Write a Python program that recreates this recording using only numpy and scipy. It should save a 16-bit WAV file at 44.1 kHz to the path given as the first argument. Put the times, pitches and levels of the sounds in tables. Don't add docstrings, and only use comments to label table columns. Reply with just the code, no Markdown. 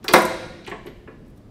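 import sys
import numpy as np
from scipy import signal
from scipy.io import wavfile
from scipy.ndimage import uniform_filter1d

SR = 44100
rng = np.random.default_rng(int(sys.argv[2]) if len(sys.argv) > 2 else 0)


def field_ratio(decibels):
    return 10 ** (np.asarray(decibels, dtype=float) / 20)


def generate_wav(sig):
    pcm = np.round(np.clip(np.atleast_2d(sig).T, -1, 1) * 32767).astype(np.int16)
    wavfile.write(sys.argv[1], SR, pcm)


N = 66150
BLOW_T = np.arange(SR // 2) / SR


def band(x, lo_hz, hi_hz, order=2):
    sos = signal.butter(order, [lo_hz, min(hi_hz, .47 * SR)], "band", fs=SR, output="sos")
    return signal.sosfilt(sos, x)


def unit(x):
    return x / np.sqrt(np.mean(x ** 2))


def fade(t, t60_s):
    return np.exp(-np.log(1000) * t / t60_s)


def swell(t, rise_s):
    return 1 - np.exp(-t / rise_s)


def add(out, start_s, x):
    i = int(start_s * SR)
    out[i:i + len(x)] += x[:N - i]


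def ring(modes, t, weight_db=0):
    scatter_db, detune = 1.5, .004
    hz, db, t60_s = np.array(modes).T[:, :, None]
    strength, shift, phase = rng.standard_normal((3, len(modes), 1))
    size = field_ratio(db + weight_db)
    tone = np.sin(2 * np.pi * (hz * (1 + detune * shift) * t + phase))
    partials = size * field_ratio(scatter_db * strength) * tone * fade(t, t60_s)
    return partials.sum(axis=0) / np.sqrt(np.sum(size ** 2))


# (frequency [Hz], level [dB], t60 [s])
HOUSING_MODES = [(295, -8, 0.1), (344.6, 2, 0.1), (390, 0, 0.06), (427.5, -4.5, 0.092), (475.3, -15, 0.12)]
# (time [s], level [dB])
THUMPS = [(.043, -28.5), (.086, -16.5), (.108, -17.5), (.138, 1.5), (.181, -22.5), (.251, -29), (.674, -26),
          (.716, -21), (.857, -28), (.872, -31.5), (1.079, -29.5), (1.19, -47.5)]


def housing_thumps(out):
    t = BLOW_T
    thud_db, thud_t60_s, rise_s = -7, .1, .0036
    for start_s, db in THUMPS:
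        thud = unit(band(rng.standard_normal(len(t)), 220, 520)) * fade(t, thud_t60_s)
        thump = ring(HOUSING_MODES, t) + field_ratio(thud_db) * thud
        add(out, start_s, field_ratio(db) * thump * swell(t, rise_s))


# (frequency [Hz], level [dB], t60 [s])
LEVER_MODES = [(522.6, -2, 0.67), (639.8, 2.5, .18), (745, -4, .1), (757.6, -11, .06), (881, -1.5, 0.24),
               (986, -1, 0.3), (1075, 4, .1), (1140, 1.5, .12), (1340, -3.5, .06), (1453, -1, 0.2),
               (1588, -10.5, 0.09), (1811, -3, 0.08), (1937, 4.5, 0.059), (2043, -1.5, .08)]
# (frequency [Hz], level [dB], t60 [s])
LINKAGE_MODES = [(2420, 0, .07), (2830, -5.5, .07), (3380, -1, .05), (3975, -0.5, .05), (4140, -6, .035),
                 (4360, -7.5, .03), (5545, -1.5, 0.087), (5890, -2, 0.019), (7770, -9.5, .03),
                 (8530, -6.5, .02), (9840, -7, .025), (10900, -2.5, .03), (12400, 6, .03), (14800, 0, .02)]


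def strike(t, hz, octaves):
    crack_db, crack_t60_s, t60_slope = -3, .09, -.5
    chatter_db, chatter_s, rise_s = 3, .007, .00038
    modes = LEVER_MODES + LINKAGE_MODES
    mode_hz = np.array(modes)[:, :1]
    weight_db = -24 * (np.log2(mode_hz / hz) / octaves) ** 2

    lo_hz = hz / 2 ** (octaves / 2)
    hi_hz = min(hz * 2 ** (octaves / 2), 18000)
    steps = np.repeat(rng.standard_normal(len(t) // 50 + 1), 50)[:len(t)]
    chatter = field_ratio(chatter_db * steps * (t < 2 * chatter_s))
    decay = fade(np.maximum(t - chatter_s, 0), crack_t60_s * (hz / 1000) ** t60_slope)
    crack = band(rng.standard_normal(len(t)) * chatter * decay, lo_hz, hi_hz, order=3)
    crack = crack * np.sqrt(SR / 2 / (hi_hz - lo_hz))
    return (ring(modes, t, weight_db) + field_ratio(crack_db) * crack) * swell(t, rise_s)


# (time [s], level [dB], centre [Hz], spread [octaves])
STRIKES = [(0.029, -53, 2483, 2.2), (0.044, -36.5, 1000, 1.8), (0.042, -39, 6830, 3),
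           (.081, -20.5, 3085, 1.42), (.081, -30.5, 10000, 1.2), (0.089, -27.5, 1000, 1.46),
           (.126, -35, 10030, 1.1), (.1365, -6, 1265, 1.65), (.136, -16.5, 4268, 0.88),
           (0.135, -17.5, 11000, 1.57), (.143, -16.5, 600, 0.67), (0.155, -28, 1512, 3),
           (.157, -34, 9000, 1.5), (.181, -33, 10450, 1.3), (0.217, -35, 11000, 0.85),
           (.251, -31.5, 9080, 1.1), (.645, -46.5, 3500, 1.1), (.665, -37, 2450, 0.76),
           (0.662, -55, 8500, 1.2), (0.674, -38, 2300, 1.5), (.675, -39, 942, 0.82),
           (.673, -47.5, 7130, 0.61), (0.698, -53, 7190, 0.46), (0.695, -56, 12500, 0.54),
           (.7145, -32, 2086, 0.85), (.720, -33.5, 875, 0.78), (.860, -56.5, 9530, 0.86),
           (.866, -41, 2040, 1.8), (1.075, -44, 1360, 1.11), (1.077, -54, 2470, 0.47)]


def metal_strikes(out):
    for start_s, db, hz, octaves in STRIKES:
        add(out, start_s, field_ratio(db) * strike(BLOW_T, hz, octaves))


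# (frequency [Hz], level [dB], t60 [s])
FRAME_MODES = [(108.2, -11, 0.4), (166.7, -7, .4), (193, -7.5, 1), (224.9, 0, 0.48), (508, -6, 1),
               (566, -0.5, 0.14), (640.4, -2.5, 0.48), (1093, 2, 0.14)]


def frame_boom(out):
    t = BLOW_T
    boom = ring(FRAME_MODES, t) * swell(t, .028) * fade(t, 1.3)
    add(out, .139, field_ratio(-10.5) * boom)


# (frequency [Hz], level [dB], t60 [s])
PIN_MODES = [(4480, -31, 0.23), (12540, 5, 0.14), (12600, -8, 0.24), (13760, -6, .1), (13830, -6, .14),
             (15060, -10, .04)]


def pin_ring(out):
    add(out, .863, field_ratio(-55) * ring(PIN_MODES, BLOW_T) * swell(BLOW_T, .0016))


# (time [s], level [dB], centre [Hz], spread [octaves])
CREAKS = [
    (1.248, -69.5, 3480, 1.24),
    (1.263, -70, 6764, 1.5),
    (1.278, -69, 9700, 1.5),
    (1.299, -68.5, 9830, 1.3),
    (1.359, -71.5, 11000, 0.96),
    (1.373, -62, 8000, 2.4),
    (1.414, -78, 4000, 0.4),
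]


def hand_creaks(out):
    for start_s, db, hz, octaves in CREAKS:
        add(out, start_s, field_ratio(db) * strike(BLOW_T, hz, octaves))


def lever():
    out = np.zeros(N)
    housing_thumps(out)
    metal_strikes(out)
    frame_boom(out)
    pin_ring(out)
    hand_creaks(out)
    return out


def half_octave_noise(hz):
    return band(rng.standard_normal(N), hz / 2 ** .25, hz * 2 ** .25)


# (frequency [Hz], level [dB], t60 [s])
HALL = [(120, -19, 2.2), (214, -22, 0.7), (400, -23, 1.14), (1000, -18, 0.61), (2000, -22, 0.96),
        (4000, -22.5, 1.187), (8000, -20.5, 0.8), (13570, -32.5, 0.45)]


def hall(x):
    near_db, near_t60_s, rise_s = 7.5, .17, .0058
    t, tail = np.arange(N) / SR, 0
    table_hz, table_db, table_t60_s = np.array(HALL).T
    for hz in 90 * 2 ** np.arange(0, 7.6, .5):
        db = np.interp(np.log(hz), np.log(table_hz), table_db)
        t60_s = np.interp(np.log(hz), np.log(table_hz), table_t60_s)
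        decay = fade(t, t60_s) + field_ratio(near_db) * fade(t, near_t60_s)
        tail = tail + half_octave_noise(hz) * field_ratio(db) * decay
    return signal.fftconvolve(x, tail * swell(t, rise_s) / 10)[:N]


def walk(rate_hz):
    k = int(SR / rate_hz)
    steps = np.repeat(rng.standard_normal(N // k + 1), k)
    smooth = uniform_filter1d(uniform_filter1d(steps, k), k)
    return unit(smooth[:N])


# (frequency [Hz], density [dB per Hz])
AIR = [(15, -31), (25, 0), (129, -4), (179, -4), (411, -13.5), (458, -25), (668, -11), (724, -24),
       (15600, -56)]


def air():
    air_db, flicker_db, out = -45, 1., 0
    table_hz, table_db = np.array(AIR).T
    for hz in 25 * 2 ** np.arange(0, 9.6, .5):
        db = np.interp(np.log(hz), np.log(table_hz), table_db)
        out = out + half_octave_noise(hz) * field_ratio(db + flicker_db * walk(6))
    return unit(out) * field_ratio(air_db)


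def scene():
    dry = lever()
    return (dry + hall(dry) + air())[None]


def top_cut(x):
    return signal.sosfilt(signal.butter(12, 15750, fs=SR, output="sos"), x)


def record(dry):
    top_hz, clip = 15700, .995
    low_pass = signal.ellip(8, .2, 60, top_hz, fs=SR, output="sos")
    mix = np.clip(signal.sosfilt(low_pass, dry), -clip, clip)
    return top_cut(mix)


dry = scene()
out = record(dry)
generate_wav(out)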